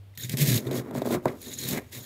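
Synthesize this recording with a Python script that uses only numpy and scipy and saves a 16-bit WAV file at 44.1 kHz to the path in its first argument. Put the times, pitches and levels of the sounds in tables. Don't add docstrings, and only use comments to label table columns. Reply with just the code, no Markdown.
import sys
import numpy as np
from scipy import signal
from scipy.fft import rfft, irfft
from scipy.io import wavfile
from scipy.ndimage import uniform_filter1d

SR = 44100
rng = np.random.default_rng(int(sys.argv[2]) if len(sys.argv) > 2 else 0)


def master_out(mix):
    frames = np.transpose(np.atleast_2d(mix))
    ceiling = np.clip(frames, -1, 1)
    pcm = np.round(ceiling * 32767).astype(np.int16)
    wavfile.write(sys.argv[1], SR, pcm)


N = 90404
T = np.arange(N) / SR


def amp(db):
    return 10 ** (np.asarray(db) / 20)


def unit(x):
    return x / np.sqrt(np.mean(x ** 2) + 1e-20)


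def curve(points):
    return np.interp(T, *np.transpose(points))


def steady(x, samples=1100):
    power = uniform_filter1d(uniform_filter1d(x * x, samples), samples)
    return x / np.sqrt(power + 1e-12)


def colour(x, spectrum):
    hz, db = np.transpose(spectrum)
    bins_hz = np.fft.rfftfreq(2 * N, 1 / SR) + 1
    gain = amp(np.interp(np.log(bins_hz), np.log(hz), db))
    return irfft(rfft(x, 2 * N) * gain)[:N]


def filtered(x, kind, hz, order):
    return signal.sosfilt(signal.butter(order, hz, kind, fs=SR, output="sos"), x)


def drift(width_hz):
    return unit(filtered(rng.standard_normal(2 * N), "low", width_hz, order=2)[N:])


def grains(per_s, spread_db):
    sizes = amp(spread_db * np.minimum(rng.exponential(1, N), 4))
    signs = rng.choice([-1, 1], N)
    return sizes * signs * (rng.random(N) < per_s / SR)


def resonate(x, modes):
    out = 0
    for hz, db, width in modes:
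        radius = np.exp(-np.pi * width / SR)
        feedback = [1, -2 * radius * np.cos(2 * np.pi * hz / SR), radius ** 2]
        out += amp(db) * (1 - radius ** 2) / 2 * signal.lfilter([1, 0, -1], feedback, x + 1e-18)
    return out


def blend(direct, ring, ring_db):
    return (direct + amp(ring_db) * ring) / np.sqrt(1 + amp(2 * ring_db))


# (frequency [Hz], relative level [dB])
ROOM_SPECTRUM = [(20, -36), (60, -2), (85, 7.5), (140, -8), (300, -15), (600, -19), (1300, -26),
                 (3300, -26.5), (6000, -37.5), (15000, -37)]


def hum_and_room(hum_hz=98.9, room_db=-56):
    hum_db = curve([(0, -44.5), (0.36, -58)]) + 0.27 * drift(12)
    hum = amp(hum_db) * np.sqrt(2) * np.sin(2 * np.pi * hum_hz * T)
    return hum + amp(room_db) * unit(colour(rng.standard_normal(N), ROOM_SPECTRUM))


# (frequency [Hz], gain [dB], width [Hz])
BLADE_MODES = [(1575, -7.5, 41), (1814, -1.5, 63), (2047, -9, 140), (3340, -1.5, 85), (3624, 1.5, 60),
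               (3776, 2.5, 98), (4033, -2, 73), (5500, -7, 47), (6400, -17, 88), (6770, 3.5, 200),
               (7090, -7, 68), (7500, -7, 50), (10030, -1, 120), (11600, -9.5, 470), (12240, -4, 120),
               (13700, 4, 170)]
# (frequency [Hz], relative level [dB])
HISS_SPECTRUM = [(1200, -59), (2400, -4.5), (3000, -2.5), (3600, -1), (4400, -2), (5100, -2.5),
                 (6500, -3.5), (8100, -1.5), (9200, -6), (10000, -5), (11800, -0.5), (14200, -1),
                 (15500, -4.5)]
RASP_SPECTRUM = [(700, -21), (1300, -35), (1600, -3), (1900, 0.5), (2230, 0.5), (2650, -10), (3300, -16.5),
                 (6000, -53)]
# (time [s], level [dB], time to fall 60 dB [s], ring against burst [dB], favoured pitch [Hz])
ICE_CATCHES = [(0.137, -52.5, 0.025, 12, 1800), (0.15, -52.5, 0.066, -3, 3700),
               (0.1742, -26.5, 0.021, -12, 1400), (0.223, -31, .02, -11, 6800),
               (0.294, -20.5, 0.02, -10, 3780), (.331, -31.5, 0.035, -9, 1950),
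               (0.3707, -15, 0.013, -20, 6800), (.416, -51, .04, -11, 2100), (0.576, -14, 0.0096, 4, 3640),
               (0.667, -37, 0.039, -1, 3700), (0.7105, -30, 0.026, -4, 3800),
               (0.909, -40, 0.017, -10, 3700), (1.017, -36, 0.036, -4, 3730),
               (1.107, -32.5, 0.028, 0, 3700), (1.2554, -22.5, .01, -19, 4850),
               (1.28, -34.5, 0.031, 8, 2070), (1.414, -37, .03, 4, 12400), (1.533, -31.5, 0.061, 16, 6850),
               (1.586, -23.5, 0.026, 24, 6740), (1.686, -20.5, .03, -3, 13000)]
CRYSTALS_PER_S = 6000


def ticks(rise_s=0.0016, rasp_db=-15, focus_db_per_octave=24):
    snaps = steady(grains(CRYSTALS_PER_S, spread_db=3.5), samples=100)
    hiss = steady(colour(snaps, HISS_SPECTRUM), samples=200)
    burst = hiss + amp(rasp_db) * steady(colour(snaps, RASP_SPECTRUM))
    out = 0
    for start, db, t60, ring_db, pitch in ICE_CATCHES:
        modes = [(hz, gain_db - focus_db_per_octave * abs(np.log2(hz / pitch)), width)
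                 for hz, gain_db, width in BLADE_MODES]
        age = np.maximum(T - start, 0)
        force = amp(db - 60 * np.minimum(age / t60, 3)) * (1 - np.exp(-age / rise_s))
        ring = unit(resonate(force * snaps, modes)) * np.std(force * burst)
        out += blend(force * burst, ring, ring_db)
    return out


# (time [s], hiss [dB], rasp [dB], crunch [dB], rumble [dB])
FIRST_SCRATCHES = [(0.185, -44, -62, -53.5, -39), (0.2, -42, -54.0, -60, -51), (0.228, -39, -57, -51, -48),
                   (0.248, -38.0, -42, -46, -36), (0.28, -52.0, -63.0, -61, -40),
                   (0.305, -47, -40.5, -44, -34.5), (0.322, -35, -48.0, -46, -35.5),
                   (0.34, -44, -42, -35.5, -26.5), (0.364, -53.5, -61, -42.5, -40)]
PLUNGE = [(0.379, -33.5, -39, -34, -45), (0.42, -25, -34, -31.5, -19), (0.448, -34.5, -41, -34.5, -46),
          (0.485, -26.5, -35.5, -31.5, -21), (0.53, -31.0, -36.5, -31.5, -22),
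          (0.564, -29.0, -40.5, -28, -21.5), (0.59, -39.5, -46, -34, -45), (0.615, -53, -59, -38.5, -47.0),
          (0.65, -54.0, -54, -38.0, -42)]
SECOND_PUSH = [(0.679, -51, -50.5, -31, -28.5), (0.7, -59, -55.0, -34, -34), (0.73, -46.0, -43, -28.5, -31),
               (0.769, -36.5, -50, -29.5, -36.0), (0.796, -42.0, -42.5, -31, -42),
               (0.832, -65.5, -64, -41.5, -42), (0.885, -63, -56, -38, -53.0),
               (0.925, -70, -64.0, -37, -43)]
LEVERING = [(0.95, -46.5, -50, -39.5, -35.5), (0.983, -44.5, -45.5, -27, -30.5),
            (1.003, -56.5, -51, -38, -38.5), (1.041, -59.5, -58.0, -40, -41),
            (1.062, -41.5, -48.5, -28, -42), (1.095, -47.5, -56, -32.5, -40),
            (1.125, -38.0, -41.5, -24, -33), (1.151, -37.5, -37, -26.5, -30.5),
            (1.175, -56.5, -55, -31.5, -31), (1.21, -70, -62, -47, -61), (1.25, -58.0, -72, -45.0, -46)]
SETTLING = [(1.263, -56, -59, -25, -29), (1.286, -55, -39, -32.5, -42), (1.309, -56, -54, -36.5, -37),
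            (1.346, -62.5, -60, -41, -61), (1.39, -59.5, -72, -51.5, -55)]
LIFT = [(1.42, -49, -77, -51, -65), (1.455, -44.5, -59, -50, -66), (1.474, -44.5, -61, -40, -54),
        (1.53, -42.5, -53, -48.5, -48), (1.57, -48, -65, -48.5, -53)]
STAB = [(1.596, -37.5, -50, -47, -47), (1.65, -38, -48, -39.5, -37.5), (1.71, -34.5, -47.5, -36, -34.0),
        (1.733, -33, -38, -29.0, -33), (1.758, -42.0, -41.5, -34, -44), (1.781, -39.5, -32, -30.0, -35),
        (1.803, -57, -51.5, -42, -67), (1.851, -64.5, -61, -55.5, -52), (1.91, -62.5, -68, -63, -63)]
WITHDRAWAL = [(1.93, -42.5, -47, -54, -67), (1.95, -41.5, -48, -48, -50.0), (1.985, -45.5, -51, -47, -43),
              (2.02, -48.5, -71, -52.5, -47), (2.05, -46, -56, -54, -70)]


def stroke_gains(first_touch_s=0.1693, fade_s=0.02):
    moves = [FIRST_SCRATCHES, PLUNGE, SECOND_PUSH, LEVERING, SETTLING, LIFT, STAB, WITHDRAWAL]
    times, *levels = np.vstack(moves).T
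    touching = np.clip((T - first_touch_s) / fade_s, 0, 1)
    return [touching * amp(np.interp(T, times, db)) for db in levels]


# (time [s], ring against hiss [dB])
BLADE_FREEDOM = [(.2, 17), (.25, -2), (.32, -12), (.4, -16), (.56, -9), (.67, -8), (.76, -7.5), (1.36, -14),
                 (1.44, -1), (1.54, 0.5), (1.63, -4.5), (1.74, -9.5), (1.93, -9), (2.03, 2.5)]


def shearing(hiss_gain, rasp_gain, hiss_db=0.5, rasp_db=-3, judder_db=1.3, flicker_db=4.5):
    judder = amp(judder_db * drift(103))
    snaps = grains(CRYSTALS_PER_S, spread_db=2)
    ring = sum(amp(flicker_db * drift(27)) * resonate(snaps, [mode]) for mode in BLADE_MODES)
    ring = filtered(ring, "band", (1230, 15200), order=4)
    hiss = blend(steady(colour(snaps, HISS_SPECTRUM)), steady(ring), curve(BLADE_FREEDOM))
    rasp = steady(colour(grains(per_s=1500, spread_db=1.5), RASP_SPECTRUM))
    return judder * (amp(hiss_db) * hiss_gain * hiss + amp(rasp_db) * rasp_gain * rasp)


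# (frequency [Hz], gain [dB], width [Hz])
COMPARTMENT_MODES = [(125, 13, 4.1), (221.3, 1.5, 42), (244.7, 1, 13), (307, -10.5, 4.7), (358.4, 2, 12.7),
                     (406, 0, 32), (476.6, -7.5, 18.5), (580, -7, 10), (613.5, 0.5, 17), (697, -16, 10),
                     (840, -14, 92), (1035, -6, 17)]
# (frequency [Hz], relative level [dB])
CRUNCH_SPECTRUM = [(100, -51), (190, -4.5), (245, 2), (400, -2), (600, -9.5), (800, -22), (1050, -29),
                   (1500, -22.5), (4000, -72)]
CRUMB_SPECTRUM = [(300, -20), (520, 1), (850, -7), (1080, -6), (1350, -10.5), (2200, -28), (4000, -61)]
RUMBLE_SPECTRUM = [(20, -36), (45, -47), (62, -20), (95, -22), (122, 7), (160, -1), (200, -7.5),
                   (300, -23.5), (900, -92)]
# (time [s], crumbs against crunch [dB])
CRUMB_LEVELS = [(.25, -17), (.5, -16), (.66, -16), (.78, -11), (.95, -10.5), (1.15, -9.5), (1.23, -7),
                (1.3, -6), (1.47, -14), (1.68, -13.5), (1.79, -7.5), (2.0, -7)]


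def crunching(crunch_gain, rumble_gain, crunch_db=-0.5, rumble_db=-1.5, slips_per_s=600):
    slips = colour(grains(slips_per_s, spread_db=3), CRUNCH_SPECTRUM)
    compartment = unit(resonate(slips, COMPARTMENT_MODES))
    crunch = steady(blend(unit(slips), compartment, ring_db=0), samples=700)
    crumbs = steady(colour(grains(per_s=1200, spread_db=0.5), CRUMB_SPECTRUM))
    crunch += amp(curve(CRUMB_LEVELS)) * crumbs
    rumble = steady(colour(grains(slips_per_s, spread_db=3), RUMBLE_SPECTRUM))
    return amp(crunch_db) * crunch_gain * crunch + amp(rumble_db) * rumble_gain * rumble


# (time [s], level [dB], pitch [Hz])
WALL_SHOVES = [(0.229, -31.5, 124), (.326, -25.5, 140), (0.41, -15.5, 141), (0.502, -37.5, 126.7),
               (0.553, -31, 115), (.662, -31, 126.8), (0.767, -28.5, 121), (0.95, -41, 127),
               (1.12, -31.5, 126), (1.25, -35.5, 123), (1.717, -28, 149), (1.967, -37, 126)]


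def booms(rise_s=0.019, sharpness=2.13):
    out = 0
    for start, db, hz in WALL_SHOVES:
        age = np.maximum(T - start, 0)
        swell = (age / rise_s * np.exp(1 - age / rise_s)) ** sharpness
        out += amp(db) * swell * np.sin(2 * np.pi * hz * age)
    return out


# (time [s], level [dB], nominal pitch [Hz])
SLAB_FRACTURES = [(.668, -30, 290), (.712, -25, 413), (.745, -29, 414), (0.764, -26, 304), (.870, -47, 586),
                  (.911, -27.5, 477), (0.9518, -20, 500), (0.959, -24.5, 423), (0.977, -36, 600),
                  (1.019, -14.5, 427), (1.029, -29, 300), (1.055, -22, 570), (1.0714, -20.5, 480),
                  (1.1071, -17.5, 413), (1.1165, -30, 352), (1.126, -24.5, 407), (1.13, -31, 550),
                  (1.1475, -16, 410), (1.1559, -24, 322), (1.2554, -18.5, 616), (1.2573, -7, 506),
                  (1.268, -35.5, 337), (1.777, -24, 520)]


def knocks(low_cut_hz=215, octaves_above_pitch=0.76, edge_db=-20.5, echo_s=0.00292, ring_db=1):
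    direct = np.zeros(N)
    for start, db, hz in SLAB_FRACTURES:
        click = signal.unit_impulse(N, int(start * SR)) + 1e-18
        body = filtered(click, "high", low_cut_hz, order=3)
        body = filtered(body, "low", hz * 2 ** octaves_above_pitch, order=5)
        edge = filtered(click, "band", (1400, 2300), order=3)
        direct += amp(db) * (body / abs(body).max() + amp(edge_db) * edge / abs(edge).max())
    echo = np.roll(direct, int(echo_s * SR))
    return direct + amp(ring_db) * resonate(echo, COMPARTMENT_MODES)


# (time [s], pitch [Hz], level [dB])
SQUEAK_PATH = [(1.42, 3700, -66), (1.55, 3850, -70), (1.591, 4200, -50), (1.645, 4175, -44),
               (1.67, 3860, -45), (1.72, 3800, -64), (1.77, 3770, -65)]


def squeak(roughness_hz=150, fade_s=0.02):
    times, hz, db = np.transpose(SQUEAK_PATH)
    phase = 2 * np.pi * np.cumsum(np.interp(T, times, hz)) / SR
    tone = steady(drift(roughness_hz) * np.sin(phase) + drift(roughness_hz) * np.cos(phase))
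    gate = np.clip(np.minimum(T - times[0], times[-1] - T) / fade_s, 0, 1)
    return gate * amp(np.interp(T, times, db)) * tone


def scene():
    hiss_gain, rasp_gain, crunch_gain, rumble_gain = stroke_gains()
    blade = shearing(hiss_gain, rasp_gain) + ticks() + squeak()
    slab = crunching(crunch_gain, rumble_gain) + knocks()
    freezer = booms() + hum_and_room()
    return (blade + slab + freezer)[None]


def record(dry, cutoff_hz=15600):
    return signal.sosfilt(signal.ellip(12, .1, 90, cutoff_hz, fs=SR, output="sos"), dry)


dry = scene()
out = record(dry)
master_out(out)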